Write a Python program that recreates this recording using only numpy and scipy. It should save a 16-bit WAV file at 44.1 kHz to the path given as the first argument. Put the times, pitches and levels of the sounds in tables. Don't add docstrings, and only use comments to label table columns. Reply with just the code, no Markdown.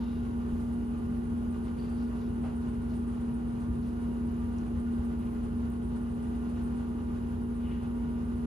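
import sys
import numpy as np
from scipy import signal
from scipy.fft import rfft, irfft, next_fast_len
from scipy.io import wavfile

SR = 44100
rng = np.random.default_rng(int(sys.argv[2]) if len(sys.argv) > 2 else 0)


def to_wav(s):
    ch = np.atleast_2d(s).T
    pcm = np.round(np.clip(ch, -1, 1) * 32767)
    wavfile.write(sys.argv[1], SR, pcm.astype(np.int16))


N = 373086

# (time [s], pumping strokes [1/s])
COMPRESSOR_SPEED = [(0, 118.6), (1.1, 118.4), (2, 118.7), (3, 118.6), (4, 118.7), (5, 118.1), (6, 118.6),
                    (6.8, 118.9), (7.6, 118.6), (8.4, 118.8)]
# (multiple of the stroke rate, level [dB], balance [dB], lead [rad])
COMPRESSOR_TONES = [(2, -34, -0.2, -0.5), (3, -54.5, 1.5, -1.05), (4, -56.5, 1, -3.0), (6, -64.5, -16, 3.0),
                    (8, -64.5, -4, -1), (10, -68, -3, -2)]
# (multiple of the shaft rate [rounded when used], level [dB], balance [dB], lead [rad])
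FAN_TONES = [(4, -70, -4, 0.0), (5, -43, -0.5, -0.056), (6, -48.5, -0.5, -0.051), (7, -45, 1.5, 0.014),
             (8, -57, 6, 0.012), (11, -58, -4, 0.4), (12, -57, 10, 0.5), (16.9, -50, 0, -0.7),
             (36, -55, -2.5, 0.46), (38, -62, 5, 0.035), (71.75, -63, -2.5, 1.66)]
# (frequency [Hz], level [dB per Hz], balance [dB], lead [rad], likeness [0-1])
AIR_RUMBLE = [(19.8, -88, 7, 2.5, 0.7), (31.8, -76, -1, 0.5, 0.8), (45, -62, 1, -0.3, 1),
              (65, -64, -0.5, -0.6, 0.89), (90.5, -61.5, 2, -0.3, 1), (121, -66, 0.5, -0.2, 0.98),
              (153, -61.5, -1, -0.35, 0.86), (186, -70.5, 0.5, 0.5, 0.5), (223.4, -61, 3, -0.26, 1),
              (266, -70, 3, -0.7, 0.82), (297, -68, 0, -0.85, 0.91), (419, -73, -1, -1.2, 0.76),
              (514, -78.5, 4, -2, 0.42)]
GRILLE_RUSH = [(470, -82, 3, -1.5, 0), (618, -80, -1.5, -2.5, 0.86), (755, -83, -5, -3, 0),
               (1180, -86, 0, -1.76, 0.44), (1494, -87, -5, -2.5, 0.72), (1713, -95.5, 3, -1, 0.63),
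               (2300, -99, 4.5, 1.14, 0.5), (2950, -98, 2, 0.83, 0.8), (3150, -101.5, 3, 1.2, 0.4),
               (4400, -105.8, 5.5, 1.45, 0.7), (5350, -108.8, 5, -2, 0.5), (7100, -109.5, 0, -0.4, 0.3),
               (8000, -111, 0, -3, 1), (13500, -130, -1.5, -4.5, 0.8), (15500, -138, -2, -4.5, 0.8)]
# (time [s], gain [dB])
RUSH_SWELL = [(0, 0.5), (3.2, 0), (3.7, -0.4), (5.1, 0.5), (5.45, 0), (5.63, -1), (5.9, -0.6), (6.35, 0.1),
              (6.7, 1), (7.35, -0.5), (8.46, -0.2)]
# (pitch [Hz], width [Hz], level [dB], lead [rad], likeness [0-1])
CASING_BANDS = [(498, 15, -65, -.5, 0.7), (605, 24, -65.5, -2.5, 0.5), (779, 7.7, -68.5, 2, 1),
                (1049, 15, -68.5, -1.5, 0.6), (1182, 19, -71.5, -0.5, 0.74), (1438, 36, -65.5, -2, 0.8),
                (1640, 24, -75, -3, 0.9), (1810, 59, -77, 2, 0.6), (2920, 180, -78, 1, .7)]
HIGH_BANDS = [(8500, 1200, -75, 3.1, 1), (10600, 890, -73.2, 0.9, 0.97), (12100, 1500, -82.5, 0, 0.98),
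              (15200, 1300, -87.5, np.pi, 1)]
# (time [s], level [dB], time to fade by 60 dB [s])
DULL_THUMPS = [(.53, -28, 0.19), (3.68, -34, 0.49), (4.73, -28.5, .5), (4.98, -28, .2)]
# (time [s], gain [dB])
SOFT_KNOCKS = [(2.436, -1), (2.448, -2.5), (2.472, -8), (2.92, -11), (3.28, -9)]
# (pitch [Hz], width [Hz], base level [dB], time to fade by 60 dB [s])
KNOCK_BANDS = [(630, 150, -40.5, .12), (800, 140, -48, .2), (1200, 420, -51.5, .17),
               (1850, 600, -59.5, .22), (2780, 450, -60.5, .24), (4400, 1500, -69, 0.2)]
# (time [s], length [s], level [dB], pitch [Hz], width [Hz])
THIN_WHISTLES = [(-.04, 0.13, -56.5, 910, 60), (.03, .21, -70, 2800, 110), (0, 0.25, -69.5, 3720, 230),
                 (1.78, .1, -66, 4630, 220), (1.85, .3, -72, 4600, 320), (2.885, .08, -71.5, 4270, 110),
                 (7.619, 0.26, -64.5, 2900, 120), (7.62, 0.16, -71, 2494, 100), (7.65, 0.2, -68, 1860, 130)]
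# (time [s], length [s], level [dB], pitch [Hz], width [Hz], fine hiss level [dB])
SOFT_RUSTLES = [(-.08, 0.45, -66.5, 3400, 2400, -90), (0.501, .33, -75, 5200, 5000, -83),
                (1.64, .1, -65, 2700, 2800, -90), (1.773, 0.15, -64, 2500, 2900, -82),
                (1.959, 0.16, -68.5, 4000, 2400, -90), (2.14, .19, -69, 3900, 2600, -82),
                (2.79, 0.23, -73, 3400, 3000, -87), (2.885, .12, -67.5, 3900, 3400, -80),
                (3.592, .09, -72, 4500, 4500, -87), (3.813, 0.15, -71, 3800, 3500, -87),
                (5.18, .27, -69, 2299, 1200, -87), (7.59, 0.37, -64, 2500, 1400, -92)]
# (pitch [Hz], width [Hz], relative level [dB], lead [rad], likeness [0-1])
WING_BANDS = [(8770, 110, 1.5, 2.65, 1), (8530, 170, .5, 3.0, 1), (8250, 850, -.5, -3.12, .998),
              (7820, 330, -8, 3.1, .998)]
# (time [s], chirps [1/s])
CHIRP_PACE = [(0.1, 8.6), (1, 7.64), (4.8, 7.59), (5.3, 7.71), (8.4, 7.36)]
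# (time [s], chirp level [dB])
CHIRP_LEVELS = [(0.1, -69), (0.6, -64), (1, -64), (2.2, -64), (2.7, -62), (4.2, -65), (5.1, -65),
                (6.1, -62.3), (7, -66), (8.4, -66)]
# (time [s], level [dB], pitch [Hz], width [Hz], time to fade by 60 dB [s])
TONGUE_TICKS = [(2.245, -75, 13000, 3600, .012), (4.312, -70.5, 11800, 2800, .05),
                (4.341, -68.5, 6600, 900, .025), (4.584, -59.5, 6200, 1100, .016),
                (4.593, -62, 6104, 1100, 0.014), (5.04, -76, 13600, 3500, .07),
                (5.188, -68.5, 11200, 2800, .06), (5.322, -71.5, 12500, 3700, .12),
                (5.699, -58.5, 11600, 4200, 0.018), (6.612, -71, 11300, 2700, .12)]


def amp(db):
    return 10 ** (np.asarray(db) / 20)


def evened(x):
    return x / np.sqrt(np.mean(np.abs(x) ** 2) + 1e-30)


def add(mix, start_s, sound):
    at = round(start_s * SR)
    sound = sound[:, max(-at, 0):]
    part = mix[:, max(at, 0):][:, :sound.shape[1]]
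    part += sound[:, :part.shape[1]]


def wander(rate_hz):
    hz = np.fft.rfftfreq(2048, 256 / SR)
    slow = irfft(rfft(rng.standard_normal(2048)) * np.exp(-(hz / rate_hz) ** 2))
    return evened(np.interp(np.arange(N) / 256, np.arange(len(slow)), slow))


def stereo_gains(balance_db, lead):
    half = np.atleast_1d(amp(balance_db / 2) * np.exp(.5j * lead))
    pair = np.array([half, 1 / half])
    return pair / np.sqrt(np.mean(np.abs(pair) ** 2, axis=0))


def noise(gain, balance_db, lead, likeness):
    a, b, c, d = rng.standard_normal((4, len(gain)))
    same = np.clip(likeness, 0, 1)
    left = a + 1j * b
    right = same * left + np.sqrt(1 - same ** 2) * (c + 1j * d)
    spectrum = np.array([left, right]) * gain * stereo_gains(balance_db, lead)
    return irfft(spectrum) * np.sqrt(len(gain) * SR / 2)


def band(count, hz, width_hz, likeness, balance_db=0, lead=0):
    f = np.fft.rfftfreq(2 * next_fast_len(count // 2 + 256), 1 / SR)
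    hump = (1 + ((f - hz) / width_hz) ** 2 / 2) ** -3
    return evened(noise(hump, balance_db, lead, likeness))[:, :count]


def bands(table):
    return sum(amp(db) * band(N, hz, width, same, lead=lead) for hz, width, db, lead, same in table)


def stroke(length_s, hz, width_hz, likeness):
    progress = np.linspace(0, 1, round(length_s * SR))
    swell = np.abs(np.sin(np.pi * progress ** .59))
    return swell * band(len(progress), hz, width_hz, likeness, balance_db=5.5, lead=.33)


def taps(table, rise_s, likeness):
    out = np.zeros((2, N))
    for start, db, hz, width, fade_s in table:
        t = np.arange(round((fade_s + rise_s) * SR)) / SR
        shape = (1 - np.exp(-t / rise_s)) * amp(-60 * t / fade_s)
        add(out, start, amp(db) * shape * band(len(t), hz, width, likeness))
    return out


def air(table, low_hz, high_hz, ripple_db, ripple_hz):
    f = np.fft.rfftfreq(2 * next_fast_len(N // 2 + 1), 1 / SR) + 1e-3
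    hz, *columns = np.transpose(table)
    db, balance_db, lead, likeness = (np.interp(np.log(f), np.log(hz), c) for c in columns)
    knots = rng.standard_normal((2, 4096))
    humps_db, sideways_db = (ripple_db * np.interp(f / ripple_hz, np.arange(4096), k) for k in knots)
    edges = ((1 + (low_hz / f) ** 16) * (1 + (f / high_hz) ** 16)) ** -.5
    return noise(edges * amp(db + humps_db), balance_db + sideways_db, lead, likeness)[:, :N]


def spinning_tones(table, turns, flutter, flutter_hz, growth):
    out = np.zeros((2, N))
    rate_hz = turns[-1] * SR / N
    turns = turns + rng.random()
    for multiple, db, balance_db, lead in table:
        depth = flutter * (multiple * rate_hz / 1000) ** growth
        sway = 1 + depth * (wander(flutter_hz) + 1j * wander(flutter_hz))
        cycles = round(multiple) * turns + .3 * rng.random()
        tone = evened(sway) * np.exp(2j * np.pi * cycles)
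        out += np.sqrt(2) * amp(db) * (stereo_gains(balance_db, lead) * tone).real
    return out


def outdoor_unit(shaft_hz=11.67):
    t = np.arange(N) / SR
    strokes = np.cumsum(np.interp(t, *np.transpose(COMPRESSOR_SPEED))) / SR
    hum = spinning_tones(COMPRESSOR_TONES, strokes, flutter=.42, flutter_hz=5.3, growth=1.15)
    fan = spinning_tones(FAN_TONES, shaft_hz * t, flutter=.14, flutter_hz=4.4, growth=.41)
    rumble = air(AIR_RUMBLE, low_hz=8, high_hz=495, ripple_db=1, ripple_hz=7)
    rush = air(GRILLE_RUSH, low_hz=515, high_hz=17000, ripple_db=2, ripple_hz=12)
    casing = bands(CASING_BANDS)
    swell_db = np.interp(t, *np.transpose(RUSH_SWELL)) + .9 * wander(15)
    return hum + fan + rumble * amp(.29 * wander(6)) + (rush + casing) * amp(swell_db)


def far_insects_and_hiss():
    return bands(HIGH_BANDS) * amp(.5 * wander(12))


def thumps(hz=74.6, width_hz=25):
    blows = [(start, db, hz, width_hz, fade_s) for start, db, fade_s in DULL_THUMPS]
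    return taps(blows, rise_s=.004, likeness=1)


def knocks():
    rings = [(start, gain_db + db, hz, width, fade_s)
             for start, gain_db in SOFT_KNOCKS for hz, width, db, fade_s in KNOCK_BANDS]
    return taps(rings, rise_s=.003, likeness=.68)


def whistles():
    out = np.zeros((2, N))
    for start, length, db, hz, width in THIN_WHISTLES:
        add(out, start, amp(db) * stroke(length, hz, width, likeness=.75))
    return out


def rustles(grain_db=1.8, grain_hz=60):
    out = np.zeros((2, N))
    for start, length, db, hz, width, fine_db in SOFT_RUSTLES:
        add(out, start, amp(db) * stroke(length, hz, width, likeness=.81))
        add(out, start, amp(fine_db) * stroke(length, hz=12000, width_hz=2600, likeness=.95))
    return out * amp(grain_db * wander(grain_hz))


def chirp_rhythm(hold_s, first_s=.111, jitter_s=.004, uneven_db=.8, length_spread=.25):
    t = np.arange(round(first_s * SR), N) / SR
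    beats = np.floor(np.cumsum(np.interp(t, *np.transpose(CHIRP_PACE))) / SR)
    times = t[np.diff(beats, prepend=-1) > 0]
    late, strong, long = rng.standard_normal((len(times), 3)).T
    levels = np.interp(times, *np.transpose(CHIRP_LEVELS)) + uneven_db * strong
    return zip(times + jitter_s * late, levels, hold_s * np.exp(length_spread * long))


def near_insect(rise_s=.007, hold_s=.03, echo_s=.053, echo_db=-6, tail_db=-1.5, tail_s=.65, drift_hz=45):
    t = np.arange(SR // 3) / SR
    fade_s = tail_s * np.array([[1.1], [1]])
    tail = amp(tail_db - 60 * t / fade_s) * np.minimum(t / hold_s, 1)
    power = np.zeros((2, N))
    for start, db, hold in chirp_rhythm(hold_s):
        chirp = np.interp(t, [0, rise_s, hold, hold + 2 * rise_s], [0, 1, 1, 0])
        echo = amp(echo_db) * np.interp(t - echo_s, t, chirp)
        add(power, start, amp(db) ** 2 * (chirp ** 2 + echo ** 2 + tail ** 2))
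    core_gain, rasp_gain = np.sqrt(power)
    drift = np.exp(2j * np.pi * np.cumsum(drift_hz * wander(6.5)) / SR)
    core = (signal.hilbert(bands(WING_BANDS[:1])) * drift).real
    rasp = bands(WING_BANDS[1:])
    return (core_gain * core + rasp_gain * rasp) / np.std(core + rasp)


def cat_tongue(rise_share=.12, grain_db=2, grain_hz=70):
    out = np.zeros((2, N))
    for start, db, hz, width, fade_s in TONGUE_TICKS:
        t = np.arange(round(fade_s * SR)) / SR
        rise_s = rise_share * fade_s
        shape = np.minimum(t / rise_s, 1) * amp(-60 * np.maximum(t - rise_s, 0) / fade_s)
        add(out, start, amp(db) * shape * band(len(t), hz, width, likeness=.75))
    return out * evened(amp(grain_db * wander(grain_hz)))


def scene():
    blows = thumps() + knocks()
    night = outdoor_unit() + near_insect() + far_insects_and_hiss()
    return blows + night + rustles() + whistles() + cat_tongue()


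def record(dry, cutoff_hz=15780):
    faded = dry * signal.windows.tukey(N, .001)
    lowpass = signal.firwin(511, cutoff_hz, window=("kaiser", 9), fs=SR)
    return signal.oaconvolve(faded, lowpass[None], "same")


dry = scene()
out = record(dry)
to_wav(out)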